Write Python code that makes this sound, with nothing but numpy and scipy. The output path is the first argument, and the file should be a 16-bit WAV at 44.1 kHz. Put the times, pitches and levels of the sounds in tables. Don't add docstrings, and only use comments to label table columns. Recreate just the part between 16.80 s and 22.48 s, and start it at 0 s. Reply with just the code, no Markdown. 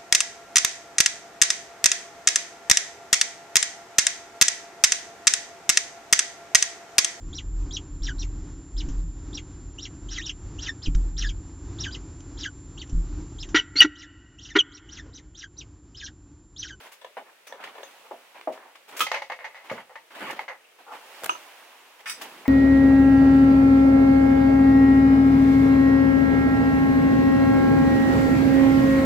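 import sys
import numpy as np
from scipy import signal
from scipy.fft import rfft, irfft
from scipy.io import wavfile
from scipy.ndimage import uniform_filter1d

SR = 44100
rng = np.random.default_rng(int(sys.argv[2]) if len(sys.argv) > 2 else 0)


def generate_wav(sig):
    pcm = np.round(np.clip(np.atleast_2d(sig).T, -1, 1) * 32767).astype(np.int16)
    wavfile.write(sys.argv[1], SR, pcm)


N = 250488

# start_s, level_db, contact_s, treble_db
KNOCKS = [(2.267, -30.5, 0.0042, 7), (2.316, -25.5, 0.0036, 1), (2.343, -27.5, 0.0061, -3),
          (2.355, -31.5, 0.026, 0.5), (2.42, -33.5, 0.0058, 0.5), (2.499, -32.5, 0.0061, -9),
          (2.519, -33, 0.0064, -4.5), (2.644, -34, 0.017, -3), (2.898, -33.5, .007, -4),
          (2.979, -40.5, 0.0093, -41), (3.156, -39.5, 0.0068, -7.5), (3.5, -34, 0.005, -26),
          (3.592, -30, 0.0033, -8.5), (3.681, -35, 0.015, -5.5), (3.699, -37.5, 0.026, -28),
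          (5.655, -38, 0.0086, -28)]
SLIDES = [(2.59, -42, 0.13, -10), (2.746, -44.5, 0.1, -1), (3.096, -49, 0.034, -50)]
# pitch_hz, gain_db
KNOCK_COLOUR = [(150, -50), (340, -68), (520, -2.5), (1400, -4.5), (2300, -7.5), (4000, -13.5),
                (6200, -22.5), (8000, -31), (15000, -39)]
# pitch_hz, width_hz, gain_db
KNOCK_TONES = [(535, 34, 2), (865, 65, 4), (1230, 50, 0), (1890, 100, 8), (2100, 130, 3.5),
               (5900, 260, -21)]

def shelf_knocks():
    return blows(KNOCKS + SLIDES, KNOCK_COLOUR, KNOCK_TONES, tick_db=-13, pan_db=0.4, softness=0.21,
                 ripple_db=4, room_db=-3, bass_db=-7, held=True, left_lead_s=.00003, treble_hz=2920)

# start_s, level_db, contact_s, treble_db
SNAP = [(2.206, -19, 0.014, 0)]
# pitch_hz, gain_db
SNAP_COLOUR = [(120, -42), (300, -54), (1100, -6), (3500, -1), (5000, -8.5), (9000, -12.5), (15000, -12)]
# pitch_hz, width_hz, gain_db
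SNAP_TONES = [(486, 34, -1), (1034, 38, 3), (1278, 27, 22), (2470, 240, 5.5), (3150, 63, 12),
              (6130, 59, -0.5)]

def plastic_snap():
    return blows(SNAP, SNAP_COLOUR, SNAP_TONES, tick_db=-8.5, pan_db=-1.5, softness=0.15,
                 ripple_db=3, room_db=-1.5, bass_db=5.5)

# start_s, level_db, contact_s, treble_db
CLINK = [(4.4935, -21.5, 0.0035, -0.5), (4.549, -41, 0.0091, -6)]
# pitch_hz, gain_db
CLINK_COLOUR = [(150, -45), (330, -2.5), (900, -24), (3000, -33), (4500, -20), (9000, -21), (15000, -39)]
# pitch_hz, width_hz, gain_db
CLINK_TONES = [(986, 46, 14), (1294, 96, 12.5), (2460, 110, 1), (2840, 195, 5)]

def clink():
    return blows(CLINK, CLINK_COLOUR, CLINK_TONES, tick_db=-14, pan_db=-1, softness=0.15,
                 ripple_db=-0.5, room_db=-4, bass_db=-4.5, left_lead_s=-0.00042)

# start_s, level_db, contact_s, treble_db
THUDS = [(.369, -34.5, 0.019, 18), (1.311, -36, 0.0077, 4.5), (1.6735, -25, 0.0074, -3),
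         (4.421, -43, 0.017, -29)]
# pitch_hz, gain_db
THUD_COLOUR = [(100, -80), (220, -7), (400, -4), (800, 2.5), (1200, -15), (2400, -27), (4500, -49),
               (15000, -60)]
# pitch_hz, width_hz, gain_db
THUD_TONES = [(365, 76, -8), (633.6, 38, 7), (767, 57, -7.5)]

def thuds():
    return blows(THUDS, THUD_COLOUR, THUD_TONES, tick_db=-14, pan_db=0, softness=0.21,
                 ripple_db=4.5, room_db=-2, bass_db=-11.5, left_lead_s=.00004, treble_hz=1150)

# start_s, level_db, contact_s, treble_db
CATCH = [(5.258, -33.5, 0.021, -12.5), (5.272, -36, 0.056, 2), (5.296, -31, 0.012, 7)]
# pitch_hz, gain_db
CATCH_COLOUR = [(120, -33), (350, -29), (800, -9), (1300, 4.5), (2700, 1), (4200, -4), (9000, -21),
                (15000, -12)]
# pitch_hz, width_hz, gain_db
CATCH_TONES = [(1800, 49, 14), (2217, 51, 13), (2485, 60, 11.5), (4920, 120, 5), (5820, 240, 1.5),
               (8100, 200, 0.5), (9620, 170, 3)]

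def sprung_catch():
    return blows(CATCH, CATCH_COLOUR, CATCH_TONES, tick_db=-32, pan_db=-1.2, softness=0.034,
                 ripple_db=4.5, room_db=-1.5, bass_db=9)

# start_s, level_db, contact_s, treble_db
BUMPS = [(2.915, -31, 0.0075, 0.88), (3.507, -46.5, 0.018, 0), (4.436, -48, 0.024, 0)]
# pitch_hz, gain_db
BUMP_COLOUR = [(70, -31), (150, -7), (600, -12), (1500, -8), (9000, -49)]
# pitch_hz, width_hz, gain_db
BUMP_TONES = [(127, 18, -5.5), (223, 43, 3), (523, 83, 6.5)]

def furniture_bumps():
    return blows(BUMPS, BUMP_COLOUR, BUMP_TONES, tick_db=-5, pan_db=-0.5, softness=0.81,
                 ripple_db=-14.5, room_db=-4, bass_db=-1)

# start_s, level_db, contact_s, treble_db
CLICKS = [(.118, -48, 0.019, 7), (.669, -45.5, 0.011, 6.5), (.838, -38.5, 0.0086, -8.5),
          (.874, -46.5, 0.0031, -18), (1.612, -48, 0.0012, -7), (1.722, -49, 0.03, 1),
          (1.953, -49, 0.0083, -7), (2.166, -36.5, 0.021, 10.5), (2.193, -33, 0.0059, 10),
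          (3.508, -42.5, 0.0054, 5), (5.4135, -36.5, 0.016, 6)]
# pitch_hz, gain_db
CLICK_COLOUR = [(120, -52), (350, 1), (1800, 7), (3000, 6), (5000, -4.5), (9000, -8.5), (15000, -12.5)]
# pitch_hz, width_hz, gain_db
CLICK_TONES = [(1150, 120, 1)]

def handling_clicks():
    return blows(CLICKS, CLICK_COLOUR, CLICK_TONES, tick_db=-17, pan_db=0, softness=0.2,
                 ripple_db=2.5, room_db=-4.5, bass_db=-4, treble_hz=5600)

# start_s, level_db, contact_s, treble_db
CRACKS = [(4.4355, -39.5, 0.0011, -7), (4.442, -34, 0.0031, -5), (4.4593, -37, 0.0016, -6),
          (4.4623, -36.5, 0.0013, -8), (5.421, -48, 0.0004, 7)]
# pitch_hz, gain_db
CRACK_COLOUR = [(150, -15), (400, -1), (1700, 1), (5000, -5), (10000, -2), (15000, -16)]
# pitch_hz, width_hz, gain_db
CRACK_TONES = [(1620, 85, 9.5), (13800, 690, 3)]

def dry_cracks():
    return blows(CRACKS, CRACK_COLOUR, CRACK_TONES, tick_db=-20, pan_db=0.5, softness=0.6,
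                 ripple_db=2, room_db=-13, bass_db=2)

# start_s, level_db, contact_s, treble_db
TAPS = [(.212, -50, 0.01, -2), (.245, -40, 0.0037, -11), (.724, -39.5, 0.0019, -12.5),
        (.951, -46, 0.0073, -16), (.981, -43, 0.0036, -21), (1.031, -41, 0.003, -5),
        (1.776, -46.5, 0.0024, -19)]
# pitch_hz, gain_db
TAP_COLOUR = [(150, -75), (400, 1.5), (750, -5), (2500, -14), (5000, -16), (15000, -32)]
# pitch_hz, width_hz, gain_db
TAP_TONES = [(543, 44, 2), (990, 73, -0.5), (1760, 80, 2), (2850, 200, -3), (3430, 190, 2)]

def hollow_taps():
    return blows(TAPS, TAP_COLOUR, TAP_TONES, tick_db=-69, pan_db=2, softness=0.4,
                 ripple_db=-4, room_db=-4.5, bass_db=-10, treble_hz=2300)

# start_s, level_db, contact_s, treble_db
SHUFFLES = [(1.242, -53.5, 0.033, -2), (4.067, -46.5, 0.06, 0), (4.11, -41.5, 0.017, 2)]
# pitch_hz, gain_db
SHUFFLE_COLOUR = [(150, -48), (500, -1.5), (650, -19), (1350, 0), (1600, -19), (4000, -31), (15000, -50)]
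# pitch_hz, width_hz, gain_db
SHUFFLE_TONES = [(840, 71, 4.5)]

def shuffles():
    return blows(SHUFFLES, SHUFFLE_COLOUR, SHUFFLE_TONES, tick_db=-21, pan_db=0.5, softness=0.85,
                 ripple_db=2.5, room_db=-6, bass_db=-3)

def blows(rows, colour, tones, tick_db, pan_db, softness, ripple_db, room_db, bass_db,
          held=False, left_lead_s=0, treble_hz=4000, size=16384):
    t, hz, out = np.arange(size) / SR, np.fft.rfftfreq(size, 1 / SR), np.zeros((2, N))
    low_cut = 1 / (1 + (125 / (hz + 30)) ** 8)
    ripple = evened(uniform_filter1d(uniform_filter1d(rng.standard_normal(len(hz)), 50), 30))
    overtones_db = ripple_db * ripple * hz / (hz + 2000)
    tick = gain_of(tick_db) * evened(np.exp(-t / .00007))
    delay = np.exp(-2j * np.pi * hz * np.maximum([[-left_lead_s], [left_lead_s]], 0))
    for start_s, level_db, contact_s, treble_db in rows:
        power = (gain_of(2 * read(colour, hz)) + ringing(hz, tones, held)) * low_cut
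        shape_db = overtones_db + 10 * np.log10(power) + bass_and_treble(hz, bass_db, treble_db, treble_hz)
        swell = 1 - np.exp(-t / (softness * min(contact_s, .014)))
        chatter = evened(rng.standard_normal((2, size)) * swell * np.exp(-t / contact_s))
        drive = tick + stereo(chatter + gain_of(room_db) * room_echo(t))
        sound = irfft(rfft(drive) * delay * struck_filter(shape_db))
        opening_level = np.sqrt(np.mean(sound[:, :round(.02 * SR)] ** 2))
        add(out, start_s, gain_of(level_db) * sound / opening_level)
    return pan(out, pan_db)

def ringing(hz, tones, held, grip_detune=.04, grip_db=5):
    power = 0
    for pitch_hz, width_hz, gain_db in tones:
        pitch_shift, level_shift = held * rng.uniform(-1, 1, 2)
        pitch_hz *= 1 + grip_detune * pitch_shift
        away = 2 * (hz - pitch_hz)
        peak = gain_of(2 * (gain_db + grip_db * level_shift))
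        power += peak / (1 + (away / width_hz) ** 2) / (1 + (away / pitch_hz) ** 4)
    return power

def struck_filter(db):
    cepstrum = irfft(np.log(gain_of(db)))
    half = len(cepstrum) // 2
    cepstrum[1:half] *= 2
    cepstrum[half + 1:] = 0
    return np.exp(rfft(cepstrum))

# start_s, level_db, pitch_hz
PINGS = [(.675, -47.5, 5980), (1.032, -50.5, 6440), (3.842, -53, 2640), (4.498, -35.5, 6240)]

def pings(attack_s=.0038, fade_60db_s=.2, width_hz=420, size=16384):
    t, hz, out = np.arange(size) / SR, np.fft.rfftfreq(size, 1 / SR), np.zeros((2, N))
    for start_s, level_db, pitch_hz in PINGS:
        band = 1 / (1 + (2 * (hz - pitch_hz) / width_hz) ** 2)
        ring = evened(irfft(rfft(rng.standard_normal((2, size))) * band))
        envelope = gain_of(level_db - 60 * t / fade_60db_s) * (1 - np.exp(-t / attack_s))
        add(out, start_s, envelope * ring)
    return out

# start_s, length_s, level_db, treble_db
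RUBS = [(0, 0.066, -47, -2), (.46, 0.033, -52, -44), (.69, 0.16, -48.5, -55), (.803, 0.092, -43.5, -12.5),
        (.94, 0.073, -50.5, -15), (1.545, 0.044, -46.5, -15), (1.74, 0.16, -49.5, -62),
        (2.08, 0.032, -46.5, -2), (2.125, 0.06, -43, -8), (2.84, 0.035, -48, -6), (2.89, 0.11, -43.5, -11),
        (3.305, 0.046, -47, -7.5), (3.35, 0.044, -41, -6.5), (3.405, 0.11, -34.5, -10.5),
        (3.56, 0.06, -43.5, -8), (3.7, 0.069, -56, -38), (3.985, 0.025, -51, -6), (4.12, 0.043, -42, -9.5),
        (5.19, 0.014, -52.5, -3), (5.41, 0.041, -42, -12), (5.48, 0.48, -56, -21)]

def cloth_rubs(attack_s=.001, release_s=.029, usual_db=-47.5):
    def stroke(t, hz, start_s, length_s, level_db, treble_db):
        age = np.maximum(t - start_s, 0)
        envelope = (1 - np.exp(-age / attack_s)) * np.exp(-np.maximum(age - length_s, 0) / release_s)
        bass_db = 1.02 * (level_db - usual_db)
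        return envelope * gain_of(level_db + bass_and_treble(hz, bass_db, treble_db))
    return cloth_friction(RUBS, stroke, slip_share=0.18, patchy_db=2, pan_db=-0.8)

# start_s, peak_time_s, level_db, bass_db
SWISHES = [(.8, 1.05, -51.5, 2), (3.98, 4.42, -45, -2), (5.28, 5.43, -46.5, 15.5)]

def cloth_swishes(fade_db_per_s=14):
    def stroke(t, hz, start_s, peak_time_s, level_db, bass_db):
        swell = np.clip((t - start_s) / (peak_time_s - start_s), 0, 1)
        fade_db = fade_db_per_s * np.maximum(t - peak_time_s, 0)
        return swell * gain_of(level_db - fade_db + bass_and_treble(hz, bass_db, 0))
    return cloth_friction(SWISHES, stroke, slip_share=0.007, patchy_db=.6, pan_db=-2)

# pitch_hz, gain_db
CLOTH_COLOUR = [(90, -37.5), (280, -6.5), (450, -3.5), (880, 3), (1300, -1), (2800, -2), (4300, -9),
                (8000, -15), (15500, -16.5)]

def cloth_friction(rows, stroke, slip_share, patchy_db, pan_db,
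                   slips_per_s=70, spread_db=4, slip_s=.0065):
    slips = (rng.random(N) < slips_per_s / SR) * gain_of(spread_db * np.minimum(rng.exponential(1, N), 2))
    scuffs = evened(signal.lfilter([1], [1, -np.exp(-1 / (slip_s * SR))], slips))
    noise = rng.standard_normal((2, N)) * np.sqrt(1 - slip_share + slip_share * scuffs ** 2)
    hz, t, bands = signal.stft(coloured(stereo(noise), CLOTH_COLOUR), SR, nperseg=512, noverlap=384)
    patches = uniform_filter1d(rng.standard_normal(bands.shape[1:]), 5, axis=0)
    patches = evened(uniform_filter1d(patches, 12, axis=1))
    strokes = np.sqrt(sum(stroke(t, hz[:, None], *row) ** 2 for row in rows))
    bands *= strokes * gain_of(patchy_db * patches)
    return pan(signal.istft(bands, SR, nperseg=512, noverlap=384)[1][:, :N], pan_db)

# pitch_hz, fade_60db_s
ECHO_TIMES = [(100, 0.31), (500, 0.17), (1500, 0.11), (5000, 0.2), (15000, 0.13)]

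def room_echo(t):
    hz, age, bands = signal.stft(rng.standard_normal((2, len(t))), SR, nperseg=256)
    bands *= gain_of(-60 * age / read(ECHO_TIMES, hz)[:, None])
    echo = signal.istft(bands, SR, nperseg=256)[1][:, :len(t)]
    return evened(echo * (1 - np.exp(-t / 0.015)))

# pitch_hz, gain_db
HISS_COLOUR = [(25, -26), (110, -16.5), (250, -6), (480, 8.5), (900, 4), (1400, 4), (2600, 5.5),
               (5000, -4.5), (15000, -10)]

def hiss(level_db=-57.5):
    air = stereo(rng.standard_normal((2, N)))
    return gain_of(level_db) * coloured(air + rng.standard_normal((2, N)), HISS_COLOUR)

# pitch_hz, likeness
LIKENESS = [(100, 0.96), (250, 0.99), (500, 0.97), (1000, 0.66), (2000, 0.61), (4000, -0.19), (8000, 0.26),
            (15000, 0.17)]

def stereo(pair):
    size = pair.shape[1]
    same = read(LIKENESS, np.fft.rfftfreq(size, 1 / SR))
    mid, side = rfft(pair) * np.sqrt([(1 + same) / 2, (1 - same) / 2])
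    return irfft([mid + side, mid - side], size)

def bass_and_treble(hz, bass_db, treble_db, treble_hz=4000):
    bass = 1 / (1 + (hz / 330) ** 4) / (1 + (80 / (hz + 1)) ** 4)
    treble = 1 - 1 / (1 + (hz / treble_hz) ** 4)
    return bass_db * bass + treble_db * treble

def coloured(noise, colour):
    return evened(irfft(rfft(noise) * gain_of(read(colour, np.fft.rfftfreq(N, 1 / SR))), N))

def read(points, hz):
    pitch_hz, value = np.transpose(points)
    return np.interp(np.log(hz + 1), np.log(pitch_hz + 1), value)

def gain_of(db):
    return 10 ** (np.asarray(db) / 20)

def evened(x):
    return x / np.sqrt(np.mean(x ** 2) + 1e-20)

def pan(sound, db):
    return sound * gain_of([[db / 2], [-db / 2]])

def add(mix, start_s, sound):
    part = mix[:, round(start_s * SR):][:, :sound.shape[1]]
    part += sound[:, :part.shape[1]]

def scene():
    things = thuds() + furniture_bumps() + shelf_knocks() + hollow_taps() + handling_clicks()
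    things += dry_cracks() + plastic_snap() + clink() + sprung_catch() + shuffles()
    clothes = cloth_rubs() + cloth_swishes()
    return things + pings() + clothes + hiss()

def record(dry):
    return signal.oaconvolve(dry, signal.firwin(511, 15950, window=("kaiser", 9), fs=SR)[None], "same")

dry = scene()
out = record(dry)
generate_wav(out)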